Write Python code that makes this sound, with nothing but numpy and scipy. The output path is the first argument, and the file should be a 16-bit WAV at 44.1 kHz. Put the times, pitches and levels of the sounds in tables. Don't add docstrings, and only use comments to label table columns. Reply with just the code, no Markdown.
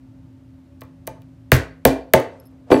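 import sys
import numpy as np
from scipy import signal
from scipy.fft import rfft, irfft
from scipy.io import wavfile
from scipy.ndimage import uniform_filter1d

SR = 44100
rng = np.random.default_rng(int(sys.argv[2]) if len(sys.argv) > 2 else 0)


def pcm_store(signal):
    levels = np.round(np.clip(np.atleast_2d(signal), -1, 1) * 32767)
    wavfile.write(sys.argv[1], SR, levels.astype(np.int16).T)


def invert_db(x):
    u = np.asarray(x, float) / 20
    return 10 ** u


N = 123479


def evened(x):
    return x / np.sqrt(np.mean(x ** 2) + 1e-20)


def read(f, value, hz):
    return np.interp(np.log(hz + 1), np.log(np.asarray(f) + 1), value)


def add(mix, s, sound):
    part = mix[round(s * SR):][:len(sound)]
    part += sound[:len(part)]


def shaped_noise(curve):
    hz = np.fft.rfftfreq(N, 1 / SR)
    spectrum = rfft(rng.standard_normal(N))
    return evened(irfft(spectrum * invert_db(read(*np.transpose(curve), hz)), N))


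def ring(modes, length, colour_db=0, rise_cycles=.01):
    scatter_db, detune_share = 2, .006
    hz, db, t60 = np.transpose(modes)
    t = np.arange(0, length, 1 / SR)[:, None]
    luck = rng.standard_normal((len(hz), 2))
    level = invert_db(db + colour_db + scatter_db * luck[:, 0] - 60 * t / t60)
    rise = 1 - np.exp(-(t * hz / rise_cycles) ** 2)
    pitch = hz * (1 + detune_share * luck[:, 1])
    return (level * rise * np.sin(2 * np.pi * pitch * t)).sum(1)


def air():
    # f/Hz, relative level per Hz/dB
    air_curve = [(25, -24), (50, -6.5), (110, 2), (200, -10), (330, -8.5), (400, -23), (600, -21),
                 (1000, -27.5), (3000, -37), (8000, -46), (15000, -51.5), (16500, -81)]
    return invert_db(-52) * shaped_noise(air_curve)


def hum():
    # f/Hz, width/Hz, level/dB
    hum_bands = [(58.7, 8, -61.5), (82.7, 2, -57.5), (117.6, 13, -52.5), (161.8, 3.1, -54),
                 (265.3, 25, -69), (304, 18, -72), (567, 17, -69.5), (895, 20, -80.5)]
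    # t/s, level/dB
    bass_level = [(0, 0), (.5, -1), (.98, -3.5), (1.15, 0), (1.5, -1), (2.0, -5.5), (2.4, -9), (2.8, -3.5)]
    tone_hz, tone_db, waver_depth, waver_s = 263.3, -51, 0.21, 0.038
    hz, t = np.fft.rfftfreq(N, 1 / SR), np.arange(N) / SR
    out = np.zeros(N)
    for f, width, db in hum_bands:
        noise = rfft(rng.standard_normal(N))
        level_db = db + (f < 200) * np.interp(t, *np.transpose(bass_level))
        out += invert_db(level_db) * evened(irfft(noise / (1 + (2 * (hz - f) / width) ** 2), N))
    waver = evened(uniform_filter1d(rng.standard_normal(N), int(waver_s * SR)))
    tone = evened(np.sin(2 * np.pi * tone_hz * t))
    return out + invert_db(tone_db) * (1 + waver_depth * waver) * tone


def crack(db):
    # f/Hz, relative level/dB, t60/s
    crack_modes = [(2600, -12, .003), (3600, -10, .003), (5000, -9, .003), (6200, -5, .004),
                   (7400, -7, .003), (8700, -6, .004), (10000, -7, .004), (11650, -2, .006),
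                   (13900, -1, .005), (15500, -19, .04)]
    puff_db, puff_t60_s = -4, .005
    t = np.arange(0, .04, 1 / SR)
    bright_noise = np.diff(rng.standard_normal(len(t) + 1))
    puff = invert_db(puff_db - 60 * t / puff_t60_s) * bright_noise
    onset = np.minimum(t / 0.0001, 1)
    return invert_db(db - 6.5) * (ring(crack_modes, .04) + puff) * onset


def room(x):
    # f/Hz, t60/s, relative level/dB
    room_bands = [(60, 0.29, -13.5), (126, 0.16, -0.5), (198, 0.067, -17), (278, .28, -1), (545, 0.37, -7),
                  (1044, 0.35, -5.5), (2900, 0.32, -9), (7140, 0.25, -12.5), (13210, 0.053, -21)]
    rise_s = .004
    t, hz = np.arange(len(x)) / SR, np.fft.rfftfreq(len(x), 1 / SR)
    noise = rfft(rng.standard_normal(len(x)))
    centres = [row[0] for row in room_bands]
    tail = 0
    for share, (_, t60, db) in zip(np.eye(len(room_bands)), room_bands):
        fall = invert_db(-60 * t / t60) * (1 - np.exp(-t / rise_s))
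        band = irfft(noise * read(centres, share, hz), len(x))
        tail = tail + invert_db(db) * fall / np.linalg.norm(fall) * band
    return x + signal.fftconvolve(x, tail)[:len(x)]


def bend(x):
    delay_s_root_hz = .07
    size = 2 * len(x)
    hz = np.fft.rfftfreq(size, 1 / SR)
    phase = -4 * np.pi * delay_s_root_hz * np.sqrt(hz)
    return irfft(rfft(x, size) * np.exp(1j * phase), size)[:len(x)]


def bench(at_hz, db):
    # f/Hz, relative level/dB, t60/s
    bench_modes = [(61.1, -14, 0.39), (74.5, -1.5, .1), (90, 0, 0.12), (126.5, 5.5, .12),
                   (265.4, -2.5, 0.24), (315.1, -4, 0.19), (393.2, -7, 0.12), (423.3, -8, 0.15),
                   (492.4, 5.5, 0.035), (535, -1, 0.098), (626.9, 10.5, 0.027), (687, -6, 0.027),
                   (755, -8.5, 0.046), (878.5, -2.5, 0.09), (1121, 4.5, 0.023), (1235, -7, 0.053),
                   (1324, -7, .03), (1585, 6.5, 0.0081), (1850, 8.5, 0.0067), (1990, -6.5, 0.022),
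                   (2213, -5.5, 0.015), (2378, -5.5, 0.045), (2650, 1, 0.017), (2950, 0, .015),
                   (3297, 4.5, 0.0055), (3700, 1.5, 0.0037), (4800, -11, .006)]
    colour_db = read(at_hz, db, np.transpose(bench_modes)[0]) - 14
    return bend(ring(bench_modes, .6, colour_db, rise_cycles=0.28))


def rattle(db, top_hz):
    jolts_per_s, t60_s, rise_s, low_hz = 8000, .2, .006, 900
    t = np.arange(0, .6, 1 / SR)
    hits = rng.random(len(t)) < jolts_per_s / SR
    band = signal.butter(1, [low_hz, top_hz], "band", fs=SR)
    jolts = signal.lfilter(*band, hits * rng.standard_normal(len(t)))
    return evened(jolts) * invert_db(db - 60 * t / t60_s) * (1 - np.exp(-t / rise_s))


def hammer(db, upper_db=0):
    # f/Hz, relative level/dB, t60/s
    hammer_modes = [(4540, -5, .4), (6090, -12, .25), (7768, -12, .3), (9555, -15, .2), (10870, -13, .3),
                    (11710, -10, .18), (12760, -18, .15), (13620, -14, .1), (14480, -9, .07),
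                    (15480, -20, .1)]
    wobble_depth, wobble_s, rise_s = .9, .008, 0.0013
    t = np.arange(0, .6, 1 / SR)[:, None]
    hz, mode_db, t60 = np.transpose(hammer_modes)
    noise = rng.standard_normal((len(t), len(hz)))
    wobble = uniform_filter1d(noise, int(wobble_s * SR), axis=0) * np.sqrt(wobble_s * SR)
    level = invert_db(db + mode_db + upper_db * (hz > hz[0]) - 60 * t / t60)
    level = level * (1 + wobble_depth * wobble) * (1 - np.exp(-t / rise_s))
    return (level * np.sin(2 * np.pi * hz * t)).sum(1)


def blow(crack_db, rattle_db, ring_db, *bench_db):
    colour_hz = (60, 125, 300, 550, 1000, 1700, 3000)
    out = bench(colour_hz, bench_db) + rattle(rattle_db, top_hz=5000)
    add(out, 0, crack(crack_db))
    return room(out) + hammer(ring_db, upper_db=-18)


def shuffle():
    # t/s, level/dB
    rub_level = [(2.28, -70), (2.34, -50.5), (2.45, -57), (2.48, -87.5), (2.52, -60.5), (2.58, -65),
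                 (2.661, -74.5), (2.695, -47.5), (2.72, -69.5)]
    # f/Hz, relative level per Hz/dB
    rub_curve = [(210, -45), (350, -8), (498, 3), (1520, -19), (4260, -33.5), (5230, -33.5), (9000, -38),
                 (11700, -75), (19800, -120)]
    s, db = np.transpose(rub_level)
    return shaped_noise(rub_curve) * np.interp(np.arange(N) / SR, s, invert_db(db), 0, 0)


def jingle(db):
    # f/Hz, relative level/dB, t60/s
    washer_modes = [(5240, -10.5, .03), (11380, -1.5, 0.024), (12400, -13, .01), (9740, -15.5, .008),
                    (13300, -14, 0.0086), (15000, -10.5, .01)]
    return invert_db(db) * ring(washer_modes, .08)


def rock(rattle_db, ring_db, *bench_db):
    colour_hz = (150, 310, 400, 600, 2000)
    soft_s = .0002
    keep = np.exp(-1 / (soft_s * SR))
    soft_bench = signal.lfilter([1 - keep], [1, -keep], bench(colour_hz, bench_db))
    return room(soft_bench + rattle(rattle_db, top_hz=2184)) + hammer(ring_db)


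def scene():
    # t/s, level/dB
    tick_times = [(.8090, -31), (.8125, -51), (0.8128, -35), (0.836, -39), (.852, -54), (1.07, -21.5),
                  (1.096, -44), (1.118, -64), (1.5268, -8.5), (1.53, -21.5), (1.5415, -12), (1.5508, -13.5),
                  (1.566, -17.5), (1.863, -15.5), (1.8650, -15.5), (1.8730, -13), (1.8855, -29),
                  (2.1460, -19.5), (2.2, -26.5), (2.513, -59), (2.719, -46), (2.7205, -24)]
    # t/s, crack level/dB, rattle level/dB, hammer ring level/dB,
    # then bench level/dB at 60, 125, 300, 550, 1000, 1700, 3000 Hz
    blow_times = [(0.8169, -31, -79, -76, -32, -53, -60, -31, -25.5, -28.5, -27),
                  (1.0743, -14, -68, -68.5, -19.5, -24, -48.5, -19, -13.5, -18.5, -21),
                  (1.2192, -46, -80, -76.5, -70, -73, -67, -61, -58, -52.5, -42),
                  (1.5179, 1, -20.5, -41, 8, 5.5, -5, 3.5, -2, 8.5, -5.5),
                  (1.8520, 6.5, -23.5, -40.5, 3, -3, 1, 8.5, -2, 5, 1.5),
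                  (2.1362, 3.5, -28, -45.5, -27.5, 0, -3.5, 5.5, 0, 6.5, 1),
                  (2.1410, -12.5, -37, -59, -28.5, -10, -9.5, 4, 3.5, -7, -6)]
    # t/s, level/dB
    jingle_times = [(2.4, -44), (2.4400, -63), (2.4550, -52), (2.4600, -52.5), (2.465, -54), (2.471, -49),
                    (2.4820, -64), (2.502, -74)]
    # t/s, rattle level/dB, hammer ring level/dB,
    # then bench level/dB at 150, 310, 400, 600, 2000 Hz
    rock_times = [(2.7020, -31.5, -71.5, -39.5, -3, -4, -5, -15.5),
                  (2.7122, -59.5, -37.5, -28.5, 9, -20.5, 2, -28),
                  (2.7160, -38, -66, -18, -15, 15, 4.5, 5.5), (2.7225, -44, -34.5, -28.5, 10, -1.5, 5.5, 1),
                  (2.7420, -58.5, -60, -43, -17, -30, -6.5, -0.5),
                  (2.764, -37, -67, -39, -5.5, -3, -12, -5), (2.7900, -53, -63, -34, -9, -9.5, -25, -13)]
    mix = air() + hum() + shuffle()
    small = np.zeros(N)
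    for s, db in tick_times:
        add(small, s, crack(db))
    for s, *levels in blow_times:
        add(mix, s, blow(*levels))
    for s, db in jingle_times:
        add(small, s, jingle(db))
    for s, *levels in rock_times:
        add(mix, s, rock(*levels))
    return (mix + room(small))[None]


def duck(dry):
    from_db, share, detector_fall_db_per_s, gain_db = -11, 0.1, 70, 1.5
    power_db = 10 * np.log10(abs(uniform_filter1d(dry[0] ** 2, size=300)) + 1e-12)
    fall = np.arange(N) * detector_fall_db_per_s / SR
    held_db = np.maximum.accumulate(power_db + fall) - fall
    over_db = np.maximum(held_db - from_db, 0)
    over_db = signal.lfilter([.005], [1, -.995], over_db)
    return dry * invert_db(gain_db - share * over_db)


def top_cut(x):
    return signal.sosfilt(signal.butter(12, 16700, fs=SR, output="sos"), x)


def record(dry):
    x = duck(dry)
    x = signal.sosfilt(signal.butter(4, 51, "high", fs=SR, output="sos"), x)
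    treble_limit = signal.firwin(255, 15900, window=("kaiser", 9), fs=SR)
    x = signal.oaconvolve(x, treble_limit[None], "same")
    return top_cut(np.clip(x, -1, 1))


dry = scene()
out = record(dry)
pcm_store(out)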